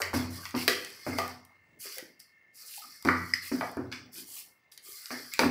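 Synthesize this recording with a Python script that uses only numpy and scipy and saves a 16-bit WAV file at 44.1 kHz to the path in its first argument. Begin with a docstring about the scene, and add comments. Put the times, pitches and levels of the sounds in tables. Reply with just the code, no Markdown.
"""Steel spoon scraping and clinking in a steel pot of thick batter, on a stone counter in a hard kitchen.
Friction is gritty noise through the wall modes; taps and landings are short forces through those modes.
Base, slab and handle ring as damped sines; air pockets squelch as gliding tones; the air hums as noise.
Impacts and squelches get diffuse room tails. A close phone's noise suppressor darkens the gaps.
"""
import sys
import numpy as np
from scipy import signal
from scipy.fft import rfft, irfft, next_fast_len
from scipy.io import wavfile
from scipy.ndimage import uniform_filter1d, map_coordinates

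SR = 44100
rng = np.random.default_rng(int(sys.argv[2]) if len(sys.argv) > 2 else 0)


def ratio_of_db(decibels):
    """Turn decibels (scalar or array-like) into linear amplitude factors; 0 dB maps to 1."""
    return 10 ** (np.asarray(decibels, float) / 20)


def waveform_to_disk(signal):
    """Save audio, clipped to [-1, 1], as 16-bit WAV at the path in sys.argv[1]."""
    frames = np.transpose(np.atleast_2d(signal))
    scaled = np.clip(frames, -1, 1) * 32767
    samples = np.round(scaled).astype(np.int16)
    wavfile.write(sys.argv[1], SR, samples)


N = 242550

# Levels in the tables are relative dB unless noted.
# Kitchen hum spectrum. Each row: frequency in Hz, density in dB.
AIR_SPECTRUM = [(18, -49), (30, -27), (98, -10), (645, -19), (1420, -23.5), (2330, -32), (2870, -25),
                (14600, -47.5), (15800, -22.5)]
# Hum level. Each row: time in seconds, rms in dB.
AIR_LEVEL = [(0, -52.5), (3, -63), (4.001, -56), (5.5, -67.5)]
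# Wall whine under the moving batter, response applied twice. Each row: centre in Hz, width in Hz, level in dB.
WHINE_MODES = [(1780, 76, -7), (2132, 87, -5), (2713, 69, -10.5)]
# Whine level. Each row: time in seconds, rms in dB.
WHINE_LEVEL = [(0, -57.5), (1.5, -60), (2.4, -59.5), (3.2, -60.5), (4, -66), (4.6, -65.5), (5, -60.5),
               (5.5, -74)]
# Room decay. Each row: frequency in Hz, t60 in seconds.
KITCHEN_T60 = [(100, 1), (300, 0.47), (1200, 0.49), (3000, 0.59), (5000, 0.32), (12000, 0.43)]
# Air pockets closing in the batter. Each row: start in seconds, level in dB, first pitch in Hz,
# last pitch in Hz, length in seconds.
SQUELCHES = [(.36, -53, 1112, 1200, 0.092), (0.428, -45.5, 1527, 1530, 0.018),
             (0.46, -46.5, 2630, 3015, 0.025), (1.847, -47.5, 386, 418.7, 0.049),
             (1.963, -46, 610, 440, 0.058), (2.025, -44.5, 289.5, 276.3, 0.012),
             (2.588, -58, 1202, 1310, 0.091), (2.633, -60, 453, 480, 0.044), (2.765, -53, 791.5, 801, 0.07),
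             (2.808, -50, 1200, 1283, 0.07), (2.812, -60.5, 273.2, 269.5, 0.11),
             (4.152, -48, 341, 273, 0.11), (4.355, -59.5, 1176, 1152, 0.049),
             (4.839, -59.5, 1182, 1200, 0.15), (4.847, -57.5, 378.3, 439, 0.11)]
# Pot base landing on stone. Each row: start in seconds, base and slab level in dB, boom level in dB,
# wall jolt level in dB, rise of the base ring in seconds.
THUDS = [(0.003, -54.5, -42, -27, 0.0089), (0.139, -23, -29.5, -23.5, 0.0029),
         (0.543, -26.5, -42.5, -27.5, 0.0053), (1.066, -27.5, -34.5, -27, 0.0062),
         (1.133, -36.5, -70.5, -34, 0.0039), (3.051, -23, -31, -28, 0.0037),
         (3.517, -28.5, -49, -30.5, 0.002), (3.771, -30, -43.5, -30.5, 0.0012),
         (3.801, -35.5, -52, -54.5, 0.0038), (5.106, -40.5, -72, -30, 0.0048),
         (5.393, -28, -51, -16, 0.0011), (5.434, -24.5, -33.5, -27, 0.0012)]
# Colour of a landing's jolt on the wall. 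Each row: frequency in Hz, level in dB.
JOLT_COLOUR = [(400, 0.5), (900, -2.5), (2100, -4.5), (4000, -37.5)]
# Pot base modes. Each row: frequency in Hz, level in dB, t60 in seconds.
BASE_MODES = [(121, -7, 0.13), (175.8, -16, 0.3), (331.6, -6.5, 0.18), (367.2, -7.5, 0.14),
              (386, -10.5, 0.026), (486.5, -19, 0.24)]
# Stone counter modes. Each row: frequency in Hz, level in dB, t60 in seconds.
SLAB_MODES = [(250, 0, .42), (280, 5, .17)]
# Pot wall modes, damped by batter. Each row: centre in Hz, width in Hz, level in dB.
POT_MODES = [(390.3, 29, 1), (499.3, 14, 3), (668.6, 20, -5), (738.3, 14, 0), (901, 12, -7.5),
             (1104, 20, -6.5), (1163.5, 19, -4), (1226, 22, -2), (1470, 21, -15), (1954, 31, 5),
             (2270, 8.5, -1), (3130, 110, 0), (4794, 230, -3.5)]
# Spoon taps on the wall. Each row: start in seconds, knock level in dB, height (0 base, 1 rim),
# tick level in dB, tick slope above its centre in dB per octave.
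CLINKS = [(0.0188, -32, 0.52, -12.5, -10.5), (0.1325, -23.5, 0.36, -36.5, -19),
          (0.4544, -22.5, 1.1, -49, -9), (0.509, -53.5, 1.4, -34, -6.5), (0.5505, -16.5, 0.11, -27, -17),
          (0.6796, -6.5, 0.31, -8, -4.5), (0.848, -30, 0.97, -32.5, 2), (0.903, -53, .8, -37, -3),
          (1.1862, -11, .5, -20, -8), (1.279, -62.5, 0.88, -32, 1), (1.4509, -67, .9, -45, 6),
          (1.9834, -28.5, 0.92, -33, 7), (2.2019, -66, 1, -37.5, 1), (3.0253, -53, 0.41, -32, -1),
          (3.0503, -26.5, 0.25, -27, -3), (3.0575, -22.5, 0.4, -40.5, 2), (3.0743, -17.5, 0.4, -32.5, -12),
          (3.0875, -5, .44, -30, -12), (3.6106, -19, .55, -40, -4), (3.6286, -20, 0.31, -47.5, -13),
          (3.716, -65, 0.85, -45, 7.5), (3.77, -54, 0.083, -43, 2.5), (3.836, -66, 1.1, -52, -13.5),
          (3.917, -36, 0.9, -30.5, -16.5), (3.926, -26, 1, -43, -10), (4.7214, -37.5, 1.2, -43, -13.5),
          (4.777, -33, 1.05, -48, 13), (5.0579, -61.5, 0.52, -24.5, -13), (5.107, -28, .66, -50, -6),
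          (5.3375, -26.5, 1.2, -26.5, 3.5), (5.38, -32, .9, -44, -9.5), (5.3925, -11, 1.11, -17, -9.5),
          (5.393, -12, -0.046, -53, -11.5), (5.434, -17.5, .4, -46, -11.5)]
# Handle tipping the rim. Each row: start in seconds, level in dB.
TINKS = [(3.338, -13.5)]
# Spoon handle modes. Each row: frequency in Hz, level in dB, t60 in seconds.
HANDLE_MODES = [(1934, -3, 0.023), (2030, -2, 0.023), (2970, -28.5, 0.068), (5035, -3, 0.02),
                (5950, -19, 0.026), (7900, -9, 0.0095), (10500, -18.5, 0.017)]
# Spoon sliding along the steel. Each row: start in seconds, length in seconds, level in dB,
# swell by the end in dB, edge in dB (scaled per friction layer).
STROKES = [(0.0, 0.0074, -48, -2, 6), (0.01, 0.031, -44, -5.5, -16.5), (0.126, 0.048, -41.5, 0.5, -2.5),
           (0.277, .09, -58, 9, 1), (0.386, 0.079, -57, 5, 3), (0.539, 0.077, -46, 4.5, -1.5),
           (0.679, .01, -33, -3, -2), (0.74, 0.15, -53, 0, -3.5), (0.889, 0.41, -55.5, 3.5, -6.5),
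           (1.04, 0.12, -44.5, -9, -4), (1.168, 0.053, -44, -10, 3), (1.782, 0.058, -56.5, 4, 10),
           (1.827, .13, -51.5, 4, -2), (1.83, 0.045, -54, -4.5, -24.5), (2.191, 0.014, -52, -6.5, -2.5),
           (2.519, 0.098, -61, 8.5, 2), (2.629, 0.15, -55, 4.5, 6.5), (2.671, 0.041, -65.5, -6, -6.5),
           (2.798, 0.17, -55, 0.5, -2.5), (3.027, 0.084, -49.5, 1.5, -4.5), (3.134, 0.18, -56.5, 3, -3.5),
           (3.335, .012, -43, -1, -7), (3.403, 0.074, -53.5, 5.5, 2), (3.492, 0.2, -48.5, -7, -2.5),
           (3.716, 0.18, -62, -7, -6.5), (3.91, 0.049, -46, -6, -14), (4.107, 0.093, -54, 4, 5.5),
           (4.245, 0.14, -60.5, 7, 12), (4.713, 0.011, -59, -1, 4), (4.807, 0.12, -59.5, 5.5, 7.5),
           (4.924, 0.39, -50.5, -8.5, 2), (5.081, 0.39, -45.5, -16, -6.5), (5.296, 0.083, -47, -7, -9),
           (5.392, .012, -39, -2, 1), (5.416, 0.067, -47.5, -7, -6.5)]
# Low friction hiss. 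Each row: frequency in Hz, density in dB.
RASP_SPECTRUM = [(2000, -42.5), (2700, -25.5), (3300, -31.5), (3950, -14.5), (4350, -4.5), (5000, -3),
                 (5900, -9), (6800, -23), (8000, -16.5), (16000, -120)]
# High friction hiss. Each row: frequency in Hz, density in dB.
FIZZ_SPECTRUM = [(3530, -66.5), (6000, -10), (8130, -7), (9260, -7), (12200, -4.5), (13300, -11.5),
                 (14900, -3.5), (15800, -13)]
# Rubbed wall, response applied twice. Each row: centre in Hz, width in Hz, level in dB.
RUBBED_MODES = [(1200, 280, 0), (1688, 300, 2.5), (2140, 160, 4), (2640, 110, -3), (2550, 440, -3),
                (3460, 50, 2)]
# Left-right difference of the scrape's treble. Each row: time in seconds, gain in dB.
SCRAPE_SIDE = [(4.7, -34.5), (4.8, -16.5)]
# Microphone port response. Each row: frequency in Hz, gain in dB.
MIC_RESPONSE = [(35, -8.5), (80, -1), (2400, 4.5), (3500, -3), (4300, 1)]

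RING_SAMPLES, ECHO_SAMPLES = SR * 2 // 3, SR * 2 // 5
SMOOTH_DB, STREAKY_DB = 2, 4.6  # rms depth of patches in pitch and time
FOOT_HZ, RIM_HZ = 570, 2320  # knock pitch at base and rim
NARROW_DB = 5.5  # knock loss one octave off pitch, growing as the square
TICK_HZ, TICK_SKIRT_DB_PER_OCT = 4700, 10  # tick centre; loss below it
BELLY_HEIGHT, BELLY_SPAN = 0.55, 0.08  # taps at mid height make the wall sing
BELLY_HZ, BELLY_DB, BELLY_OCTAVES = 1196, 2, 0.15
ATTACK_S, DRAG_ATTACK_S = 0.034, 0.059  # at most a third of the stroke
RASP_FADE_DB_PER_S, FIZZ_FADE_DB_PER_S, RING_FADE_DB_PER_S = 113, 170, 120
TOP_HZ, EDGE_HZ = 15700, 16700  # faint above the first, silent above the second


def unit(x):
    """Scale to rms 1."""
    return x / np.sqrt(np.mean(x ** 2) + 1e-20)


def along(points, hz):
    """Read (Hz, value) points on a log frequency axis."""
    f, value = np.transpose(points)
    return np.interp(np.log(hz + 1), np.log(f + 1), value)


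def over_time(points):
    """Gain per sample from (seconds, dB) points."""
    return ratio_of_db(np.interp(np.arange(N) / SR, *np.transpose(points)))


def filtered(x, response):
    """Multiply the spectrum of x by a function of frequency."""
    size = 2 * next_fast_len(x.shape[-1] // 2 + 4096)
    spectrum = rfft(x, size) * response(np.fft.rfftfreq(size, 1 / SR))
    return irfft(spectrum, size)[..., :x.shape[-1]]


def causal(gain):
    """Minimum-phase response with this gain, by folding the cepstrum."""
    cepstrum = irfft(np.log(gain + 1e-6))
    half = len(cepstrum) // 2
    cepstrum[1:half] *= 2
    cepstrum[half + 1:] = 0
    return np.exp(rfft(cepstrum))[:len(gain)]


def resonances(modes, f):
    """Sum of second-order band-pass modes with alternating signs."""
    total = 0
    for k, (centre, width, db) in enumerate(modes):
        mode = 1j * f * width / (centre ** 2 - f ** 2 + 1j * f * width)
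        total = total + (-1) ** k * ratio_of_db(db) * mode
    return total


def gritty(grit_db, patchy_db, tick, size, count=3):
    """Noise modulated by grains, by patches (count bins by size frames) and by sparse loud ticks."""
    z = signal.stft(rng.standard_normal(N), nperseg=256)[2]
    field = uniform_filter1d(rng.standard_normal(z.shape), size=count, axis=0)
    field = uniform_filter1d(field, size=size, axis=1)
    noise = unit(signal.istft(z * ratio_of_db(patchy_db * unit(field)), nperseg=256)[1][:N])
    grains = uniform_filter1d(rng.standard_normal(N), size=40)
    # hard bits caught under the spoon, 120 per second on average
    tick_size = ratio_of_db(12 + 3 * np.minimum(rng.exponential(size=N), 2))
    ticks = (rng.random(N) < 120 / SR) * tick_size
    return unit(noise * ratio_of_db(grit_db * unit(grains)) + tick * ticks)


def add(out, s, sound):
    """Mix in from 64 samples before s, the lead-in that blow() pads."""
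    part = out[max(round(s * SR) - 64, 0):][:len(sound)]
    part += sound[:len(part)]


def room_tail():
    """Fresh diffuse noise tail; each frequency decays at its own rate."""
    hz, t, z = signal.stft(rng.standard_normal(ECHO_SAMPLES), SR, nperseg=256)
    decay = ratio_of_db(-60 * t / along(KITCHEN_T60, hz)[:, None])
    tail = signal.istft(z * decay, SR, nperseg=256)[1][:ECHO_SAMPLES]
    # counter and stove answer first and loudest
    tail *= 1 + 1.4 * np.exp(-np.arange(len(tail)) / (0.0034 * SR))
    tail[:round(0.002 * SR)] = 0
    tail /= np.linalg.norm(tail)
    return filtered(tail, lambda f: 1 / np.sqrt(1 + (f / 5000) ** 2))  # walls swallow treble


def in_room(dry, wet_db):
    """A sound plus its convolution with a fresh room tail."""
    wet = signal.fftconvolve(dry, room_tail())
    return np.pad(dry, (0, ECHO_SAMPLES - 1)) + ratio_of_db(wet_db) * wet


def rung(modes, rise_s, scatter_db, waver_db):
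    """Damped sines of scattered strength, wavering as close neighbours beat."""
    t = np.arange(RING_SAMPLES) / SR
    ring = np.zeros(RING_SAMPLES)
    for hz, db, t60 in modes:
        waver = map_coordinates(rng.standard_normal(40), [t * 24])  # 24 points per second
        level_db = db + scatter_db * rng.standard_normal() + waver_db * waver - 60 * t / t60
        ring += ratio_of_db(level_db) * np.sin(2 * np.pi * hz * t)
    return ring * (1 - np.exp(-t / rise_s))


def blow(colour, chatter_db, ring):
    """One sharp force and its decaying chatter, coloured, partly through the wall modes."""
    t = np.arange(SR // 3) / SR
    force = ratio_of_db(chatter_db - 60 * t / 0.009) * rng.standard_normal(len(t))  # chatter t60 9 ms
    force[0] = 1
    force /= np.linalg.norm(force)
    points = [(60, -120)] + colour

    def struck_wall(f):
        shape = causal(ratio_of_db(along(points, f)) / np.sqrt(f + 100))
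        return shape * (1 - ring + 4 * ring * resonances(POT_MODES, f))

    return filtered(np.pad(force, (64, 0)), struck_wall)


def strokes(offset_db, per_edge, attack_s, fade_db_per_s):
    """Gain of one friction layer: strokes rise, swell and fade, summed in power."""
    power = np.zeros(N // 32 + 2)
    t = np.arange(len(power)) * 32 / SR
    for s, length, db, swell_db, edge_db in STROKES:
        rise = np.clip((t - s) / min(attack_s, length / 3), 0, 1) ** 2
        swell = swell_db * np.clip((t - s) / length, 0, 1)
        fade = fade_db_per_s * np.maximum(t - s - length, 0)
        power += (rise * ratio_of_db(db + offset_db + per_edge * edge_db + swell - fade)) ** 2
    return np.interp(np.arange(N) / SR, t, np.sqrt(power))


def hum():
    """Kitchen air as band-wise wavering noise, plus the wall's soft whine as noise in narrow modes."""
    air = gritty(grit_db=-2.5, patchy_db=2.5, tick=0, size=40)
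    air = unit(filtered(air, lambda f: ratio_of_db(along(AIR_SPECTRUM, f))))
    whine = gritty(grit_db=4, patchy_db=SMOOTH_DB, tick=0, size=40)
    whine = unit(filtered(whine, lambda f: resonances(WHINE_MODES, f) ** 2))
    return over_time(AIR_LEVEL) * air + over_time(WHINE_LEVEL) * whine


def squelches():
    """Each air pocket is a swelling, burbling tone with gliding, fluttering pitch."""
    out = np.zeros(N)
    for s, db, first_hz, last_hz, length in SQUELCHES:
        u = np.linspace(0, 1, round(length * SR))
        wobble = unit(uniform_filter1d(rng.standard_normal(len(u)), size=200))
        burble = unit(ratio_of_db(5.5 * wobble))
        swell = np.sin(np.pi * u ** 0.7) ** 2
        flutter = unit(uniform_filter1d(rng.standard_normal(len(u)), size=200))
        pitch_hz = first_hz + (last_hz - first_hz) * u + (20 + 0.018 * first_hz) * flutter
        tone = np.sin(2 * np.pi * np.cumsum(pitch_hz) / SR)
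        add(out, s, ratio_of_db(db) * in_room(swell * burble * tone, wet_db=-2.5))
    return out


def drag():
    """A wet film sings in narrow streaks that follow the strokes late."""
    film = gritty(grit_db=-3.5, patchy_db=STREAKY_DB, tick=0.25, size=40, count=1)
    band = filtered(film, lambda f: resonances([(2890, 2700, 0)], f) ** 2)
    pull = strokes(0, 0.46, DRAG_ATTACK_S, RASP_FADE_DB_PER_S)
    return ratio_of_db(-52.5) * unit(pull ** 1.6) * unit(band)  # power 1.6 widens the swings


def thuds():
    """Landings drum base and slab, jolt the wall and wake the lowest room mode."""
    out = np.zeros(N)
    for s, db, boom_db, jolt_db, rise_s in THUDS:
        colour = [(hz, jolt_db + shape_db) for hz, shape_db in JOLT_COLOUR]
        jolt = blow(colour, chatter_db=-24.5, ring=0.081)
        base = rung(BASE_MODES, rise_s, scatter_db=2, waver_db=3)
        slab = rung(SLAB_MODES, rise_s=0.011, scatter_db=1.5, waver_db=2.5)
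        boom = rung([(91, 0, 0.9)], rise_s=0.037, scatter_db=1, waver_db=2)  # 91 Hz, t60 0.9 s
        add(out, s, ratio_of_db(56.0) * in_room(jolt, wet_db=7.5))
        add(out, s, ratio_of_db(db) * in_room(base, wet_db=-1))
        add(out, s, ratio_of_db(db) * in_room(slab, wet_db=-8))
        add(out, s, ratio_of_db(boom_db) * boom)
    return out


def clink_colour(knock_db, height, tick_db, top_db):
    """Force spectrum of a tap: a knock pitched by height plus a bright tick."""
    hz = np.geomspace(300, 10000, num=60)
    knock_hz = FOOT_HZ * (RIM_HZ / FOOT_HZ) ** height
    off_belly = (height - BELLY_HEIGHT) / BELLY_SPAN
    off_pitch = np.log2(hz / BELLY_HZ) / BELLY_OCTAVES
    belly_db = BELLY_DB * np.exp(-off_belly ** 2 - off_pitch ** 2)
    knock = ratio_of_db(knock_db - NARROW_DB * np.log2(hz / knock_hz) ** 2 + belly_db)
    above = np.log2(hz / TICK_HZ)
    tick = ratio_of_db(tick_db + np.where(above > 0, top_db, TICK_SKIRT_DB_PER_OCT) * above)
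    return list(zip(hz, 20 * np.log10(knock + tick)))


def clinks():
    """Taps crack and ring the wall, the handle sings briefly; also returns the dry cracks."""
    out, direct = np.zeros(N), np.zeros(N)
    # belly modes ring twice as long as their width implies
    belly = [(c, db, 2 * np.log(1000) / (np.pi * w)) for c, w, db in POT_MODES if 1135 < c < 1300]
    for s, knock_db, height, tick_db, top_db in CLINKS:
        colour = clink_colour(knock_db, height, tick_db, top_db)
        crack = ratio_of_db(56.5) * blow(colour, chatter_db=-14, ring=0.36)
        add(out, s, in_room(crack, wet_db=0.0))
        add(direct, s, crack)
        if abs(height - BELLY_HEIGHT) < BELLY_SPAN:
            song = rung(belly, rise_s=0.0015, scatter_db=1.5, waver_db=3)
            add(out, s, ratio_of_db(knock_db - 24) * in_room(song, wet_db=-4))
    for s, db in TINKS:
        handle = rung(HANDLE_MODES, rise_s=0.0011, scatter_db=2, waver_db=2.0)[:SR // 8]
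        add(out, s, ratio_of_db(db) * in_room(handle, wet_db=-7))
    return out, direct


def stir():
    """Friction grains rasp, fizz and excite the wall modes, each layer under its stroke gain."""
    rasp = gritty(grit_db=2, patchy_db=SMOOTH_DB, tick=0.93, size=14)
    rasp = unit(filtered(rasp, lambda f: ratio_of_db(along(RASP_SPECTRUM, f))))
    fizz = gritty(grit_db=2.5, patchy_db=SMOOTH_DB, tick=0.5, size=10)
    fizz = unit(filtered(fizz, lambda f: ratio_of_db(along(FIZZ_SPECTRUM, f))))
    ring = gritty(grit_db=1.0, patchy_db=STREAKY_DB, tick=0.61, size=40, count=1)
    ring = unit(filtered(ring, lambda f: resonances(RUBBED_MODES, f) ** 2))
    # a flat spoon rings the wall more than its edge does
    return (strokes(0, 0, ATTACK_S, RASP_FADE_DB_PER_S) * rasp
            + strokes(0, 0.8, ATTACK_S, FIZZ_FADE_DB_PER_S) * fizz
            + strokes(-6.5, -0.68, ATTACK_S, RING_FADE_DB_PER_S) * ring)


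def scene():
    """Sum all sources; left and right differ only in the treble of cracks and scrape."""
    taps, direct = clinks()
    scrape = stir()
    mid = hum() + squelches() + drag() + thuds() + taps + scrape
    side = np.roll(ratio_of_db(-24.5) * direct + over_time(SCRAPE_SIDE) * scrape, 9)  # 9 samples late
    side = filtered(side, lambda f: f > 4500)
    return np.array([mid + side, mid - side])


def suppress(x, over_db, depth_db, keep):
    """Per band, subtract the quiet level (8th percentile over time) by a gain from smoothed power."""
    z = signal.stft(x, nperseg=512)[2]
    power = uniform_filter1d(np.mean(np.abs(z) ** 2, 0), size=3, axis=0)
    quiet = np.percentile(uniform_filter1d(power, size=9, axis=1), 8, axis=1)[:, None]
    power = signal.lfilter([1 - keep], [1, -keep], power, axis=1)
    gain = 1 - ratio_of_db(over_db) * np.sqrt(quiet / (power + 1e-20))
    gain = np.maximum(gain, ratio_of_db(depth_db))
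    return signal.istft(z * gain, nperseg=512)[1][:, :N]


def band_limit(x):
    """A steep low-pass at the top of the band."""
    return signal.sosfilt(signal.butter(12, 16830, fs=SR, output="sos"), x)


def record(dry):
    """The phone suppresses steady noise, colours through its microphone port and cuts the top."""
    clean = suppress(dry, over_db=3.5, depth_db=-10.0, keep=0.8)

    def port(f):
        return ratio_of_db(along(MIC_RESPONSE, f)) * np.where(f < TOP_HZ, 1, 0.03) * (f < EDGE_HZ)

    return band_limit(filtered(clean, port))


dry = scene()
out = record(dry)
waveform_to_disk(out)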